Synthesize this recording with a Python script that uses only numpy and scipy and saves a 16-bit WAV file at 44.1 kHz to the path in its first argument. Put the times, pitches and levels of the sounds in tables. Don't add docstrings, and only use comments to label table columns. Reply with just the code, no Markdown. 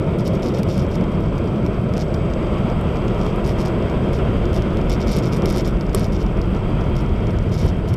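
import sys
import numpy as np
from scipy import signal
from scipy.io import wavfile
from scipy.ndimage import uniform_filter1d

SR = 44100
rng = np.random.default_rng(int(sys.argv[2]) if len(sys.argv) > 2 else 0)


def gain_from_decibels(decibels):
    exponent = np.asarray(decibels, float) / 20
    return 10 ** exponent


def unload_audio(sound):
    columns = np.transpose(np.atleast_2d(sound))
    steps = np.round(np.clip(columns, -1, 1) * 32767)
    wavfile.write(sys.argv[1], SR, steps.astype(np.int16))


N = 351036


def air():
    # frequency in Hz, density in dB per Hz.
    boom = [(7.1, -38), (12, -15), (43, 1), (86, -12.5), (110, -6.5), (140, -14), (240, -120)]
    roar = [(41, -13), (70, 0), (199, 3.5), (257, -13), (290, -9.5), (380, -22), (640, -120)]
    rush = [(130, -50), (220, 1.5), (263, -8), (361, -3), (399, -4), (647, -10), (795, -30.5), (900, -26.5),
            (1170, -56), (1980, -120)]
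    leak = [(410, -21), (700, 1), (795, -5), (1320, -4.5), (1730, -16), (2260, -13), (3180, -20.5),
            (4000, -29.5), (4900, -32), (7180, -40.5), (8050, -43), (8470, -42), (13000, -47.5),
            (13700, -44), (14600, -96)]
    # frequency in Hz, width in Hz, gain in dB.
    cabin = [(62.4, 64, -1), (349.4, 43, 3.5), (630, 29, 1), (976, 160, 3.5), (1300, 110, 1),
             (2180, 540, 1.5), (2690, 44, 5.5), (3220, 290, 8), (3650, 200, 3.5), (4760, 93, 10.5),
             (5660, 130, -19), (6700, 150, 1), (11500, 600, -0.5)]
    # time in seconds, deepest bass added in dB.
    buffet = [
        (0, 4),
        (1, 2),
        (2, -2.5),
        (3.8, -6.5),
        (4.2, 0),
        (6.5, 1),
        (7.96, -13),
    ]
    hop = 512
    frames, hz = N // hop + 5, np.fft.rfftfreq(2048, 1 / SR)
    t = np.arange(frames) * hop / SR
    power = 0
    for shape, layer_db in zip((boom, roar, rush, leak), jets(t)):
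        gain = gain_from_decibels(read(shape, hz))
        power = power + np.outer(gain ** 2 / np.sum(gain ** 2), gain_from_decibels(2 * layer_db))

    real, imaginary, patches = rng.standard_normal((frames, 1025, 3)).T
    patches = uniform_filter1d(patches, size=15, axis=0)
    patches = evened(uniform_filter1d(patches, size=6, axis=1))
    drift = rng.standard_normal((frames, 1025)).T
    drift = uniform_filter1d(drift, size=14, axis=0)
    drift = evened(uniform_filter1d(drift, size=70, axis=1))
    flutter = evened(uniform_filter1d(rng.standard_normal(frames), size=3))
    turbulence_db = 0.78 * drift + 0.32 * patches + 0.91 * flutter

    cabin_db = sum(db / (1 + (2 * (hz - f) / width) ** 2) for f, width, db in cabin)
    cabin_db = cabin_db - 40 * (hz > 13620)
    bass_share = 1 / (1 + (hz / 48) ** 6)
    buffet_db = np.outer(bass_share, np.interp(t, *np.transpose(buffet)))
    colour = gain_from_decibels(cabin_db[:, None] + buffet_db + turbulence_db)
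    z = (real + 1j * imaginary) * np.sqrt(power) * colour
    return gain_from_decibels(0.5) * signal.istft(z, nperseg=2048, noverlap=1536)[1][:N]


def jets(t):
    # time in seconds, force on the windscreen in dB,
    # place from 0 (front) to 1 (rear).
    nozzles = [(0, -2.5, 0), (.6, -2.5, 0.011), (1.4, -2.5, 0.3), (1.9, -3.5, 0.24), (2.5, -0.5, 0.48),
               (3.5, 0, 0.56), (4.6, 1, .5), (5.4, -1, 0.27), (6.1, -3, 0.57), (6.8, -0.5, 0.68),
               (7.4, -2, 0.89), (7.96, -4, 0.95)]
    # level in dB, share of the force, change front to rear in dB.
    layers = [
        (-30, 0.48, 19),
        (-21, -0.12, -2.5),
        (-22.5, 0.8, -5),
        (-34, 1.2, 0),
    ]
    # time in seconds, half length in seconds, rise in dB.
    gusts = [
        (5.442, 0.035, 4.5),
        (5.986, 0.054, 2.5),
        (6.863, .1, 0.5),
        (7.658, 0.048, 4),
    ]
    s, force_db, place = np.transpose(nozzles)
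    force_db, place = np.interp(t, s, force_db), np.interp(t, s, place)
    gust_db = sum(db * np.exp(-((t - at) / half) ** 2) for at, half, db in gusts)
    return [db + share * force_db + aft_db * place + gust_db for db, share, aft_db in layers]


def read(points, hz):
    f, value = np.transpose(points)
    return np.interp(np.log(hz + 1), np.log(f + 1), value, left=-90, right=-90)


def evened(x):
    return x / np.sqrt(np.mean(x ** 2) + 1e-20)


def creak(count=24):
    # time in seconds, peak in dB, brightness in dB.
    snaps = [(.2733, -33, -9), (.278, -28.5, -5), (.5842, -36, -5), (.6317, -27, -6), (0.7785, -29, -5),
             (0.955, -31, -11), (1.9708, -30, -19), (1.979, -29, -12), (3.4623, -31, -8), (3.603, -29, -18),
             (4.5637, -28, -14), (4.929, -28, -7), (4.9345, -32, -16), (5.0155, -28, -17), (5.116, -26, -8),
             (5.1651, -26.5, -7), (5.171, -26.5, -6), (5.188, -27, -5), (5.3335, -27, -8),
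             (5.4574, -20, -13), (5.5, -27.5, -4), (5.527, -32, -3), (5.572, -26, -7), (5.582, -22.5, -15),
             (5.6749, -31, -8), (5.9475, -19, 4), (5.996, -30.5, -3), (6.043, -27, -13), (6.9657, -31, -9),
             (7.9397, -31.5, -4)]
    # time in seconds, peak in dB.
    ticks = [(1.01, -37), (1.0399, -38), (1.38, -35), (1.4744, -39), (1.663, -31), (2.1405, -33),
             (2.1444, -30), (2.336, -32.5), (2.6995, -37), (2.9697, -36), (3.081, -31.5), (3.2133, -32),
             (3.265, -32), (3.8981, -36), (4.1883, -36), (4.4541, -31), (4.6214, -29), (4.7708, -32),
             (4.8134, -34), (5.4205, -30), (5.81, -30), (5.8944, -36), (6.2641, -34), (6.4153, -30),
             (6.5482, -37), (6.8097, -36), (7.2692, -35), (7.306, -35), (1.9375, -31), (7.3864, -32)]
    # mode in Hz, level in dB, t60 in seconds.
    mount_dull = [(2220, -1.5, 0.016), (3070, -3.5, 0.0098), (3664, -3, 0.022), (4310, -4.5, 0.015),
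                  (4975, 0, 0.012), (5516, 0, 0.019), (6030, -6, 0.0086), (6660, -8.5, 0.017),
                  (7430, -10, 0.0081), (7760, -13.5, .008)]
    mount_bright = [(7970, 2, 0.0046), (9070, -6, 0.0079), (9910, -1.5, 0.0053), (11040, -6, 0.0045),
                    (11350, -0.5, 0.0072), (12200, -12, .005), (13000, -1.5, 0.0045), (13800, -16, .005)]
    s, peak_db, bright_db = np.transpose(snaps + [(at, db, -18) for at, db in ticks])

    chance = rng.standard_normal((4000, 4))
    mean_gap_s = .0046
    small = np.cumsum(mean_gap_s * np.exp(.33 * chance[:, 0]))
    clear = abs(small[:, None] - s).min(1) > .0027
    keep = (small < N / SR - .01) & clear
    small_db = (strain(small) + 5.3)[keep]
    small_db += 1.5 * np.minimum(chance[keep, 1], 1.5)
    small_db += 2.2 * evened(uniform_filter1d(rng.standard_normal(4000), size=5))[keep]
    stray_db = -42.5 + 3.5 * chance[keep, 1] - 30 * (chance[keep, 3] < .75)
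    lone = stray_db > small_db
    small_db = np.maximum(small_db, stray_db)
    small_bright_db = -19 - 0.36 * (small_db + 24) + 5.5 * chance[keep, 2] - 5 * lone

    at = (np.r_[s, small[keep]] * SR).astype(int)
    dull, bright = np.zeros(N), np.zeros(N)
    way = rng.choice([-1, 1], N)[at]
    dull[at] = gain_from_decibels(np.r_[peak_db + 4.1, small_db]) * way
    bright[at] = dull[at] * gain_from_decibels(0.8 * np.r_[bright_db, small_bright_db] - 1.0)
    variant, out = rng.integers(0, count, N), np.zeros(N)
    for k in range(count):
        dull_ring = scattered(struck(mount_dull, bite_s=.0005))
        bright_ring = scattered(struck(mount_bright))
        out += signal.oaconvolve(dull * (variant == k), dull_ring)[:N]
        out += signal.oaconvolve(bright * (variant == k), bright_ring)[:N]
    return out


def knock():
    # frequency in Hz, level in dB, t60 in seconds.
    glass = [
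        (400, 0, .04),
        (700, -6, .02),
        (1120, -9, .02),
        (1300, -7, .025),
    ]
    at_s, knock_db = 5.9455, -10
    ring = gain_from_decibels(knock_db) * struck(glass, bite_s=.001, longest=.04)
    out = np.zeros(N)
    out[round(at_s * SR):][:len(ring)] += ring
    return out


def strain(t):
    # start in seconds, length in seconds, strain in dB.
    bursts = [(.188, 0.016, -36), (0.246, 0.035, -36), (0.336, 0.015, -37), (0.424, 0.064, -34.5),
              (0.54, .05, -36), (0.678, 0.074, -39.5), (.76, 0.061, -37), (.912, 0.035, -39.5),
              (1.965, 0.059, -34.5), (3.18, 0.12, -44.5), (3.445, 0.064, -35.5), (3.585, 0.035, -32.5),
              (3.651, 0.02, -33), (4.132, 0.016, -35), (4.53, 0.047, -37), (4.897, 0.048, -29),
              (5.003, 0.029, -36.5), (5.068, 0.12, -33), (5.223, 0.055, -34.5), (5.323, 0.046, -32),
              (5.455, 0.146, -31), (5.647, 0.043, -34), (5.93, 0.053, -33), (5.99, 0.063, -36),
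              (6.123, 0.038, -37), (6.187, 0.032, -39), (6.96, 0.04, -38), (7.518, 0.17, -34.5),
              (7.881, 0.016, -38), (7.933, .03, -38)]
    grip_s, let_go_s, rest_db = .006, .03, -56
    start, length, db = np.transpose(bursts)[:, :, None]
    rise = (t - start) / grip_s + 1
    fall = (start + length - t) / let_go_s + 1
    hold = np.clip(np.minimum(rise, fall), 0, 1)
    return (rest_db + (db - rest_db) * hold).max(0)


def struck(modes, spread=.015, bite_s=.00015, longest=.011):
    t = np.arange(1500) / SR
    ring = 0
    for k, (hz, db, t60) in enumerate(modes):
        detune, load = rng.standard_normal(2)
        decay = gain_from_decibels(db + 2.2 * load - 60 * t / np.clip(t60, .002, longest))
        ring = ring + (-1) ** k * decay * np.sin(2 * np.pi * hz * (1 + spread * detune) * t)
    ring = ring * (1 - np.exp(-(t / bite_s) ** 2))
    return ring / abs(ring).max()


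def scattered(ring, t60=.028, db=-9.5):
    t = np.arange(1500) / SR
    tail = rng.standard_normal(len(t)) * gain_from_decibels(-60 * t / t60) * (t > .0007)
    bounces = np.convolve(ring, tail / np.linalg.norm(tail))
    return np.append(ring, t[1:] * 0) + gain_from_decibels(db) * bounces


def whine():
    # time in seconds, whine level in dB rms.
    drifting = [
        (0, -68.5),
        (1.9, -68.5),
        (2.1, -65.5),
        (4.2, -66),
        (4.5, -67.5),
        (5.7, -67.5),
        (6, -70.5),
        (6.6, -68.5),
        (7.96, -71),
    ]
    whine_hz, flip_hz = 7932.6, 30.15
    t = np.arange(N) / SR
    flips = np.tanh(6 * np.sin(2 * np.pi * flip_hz * t))
    rms = gain_from_decibels(np.interp(t, *np.transpose(drifting)))
    return np.sqrt(2) * rms * flips * np.sin(2 * np.pi * whine_hz * t)


def scene():
    return (air() + creak() + knock() + whine())[None]


def low_pass(x):
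    return signal.sosfilt(signal.butter(12, 14780, fs=SR, output="sos"), x)


def record(dry):
    power_db = 10 * np.log10(abs(uniform_filter1d(dry[0] ** 2, size=4000)) + 1e-12)
    held = dry / gain_from_decibels(0.32 * (power_db + 15))
    bass_cut = signal.butter(2, 22, "high", fs=SR, output="sos")
    held = signal.sosfilt(bass_cut, held)
    treble_limit = signal.firwin(63, 14600, window=("kaiser", 7), fs=SR)
    return low_pass(signal.oaconvolve(held, treble_limit[None], "same"))


dry = scene()
out = record(dry)
unload_audio(out)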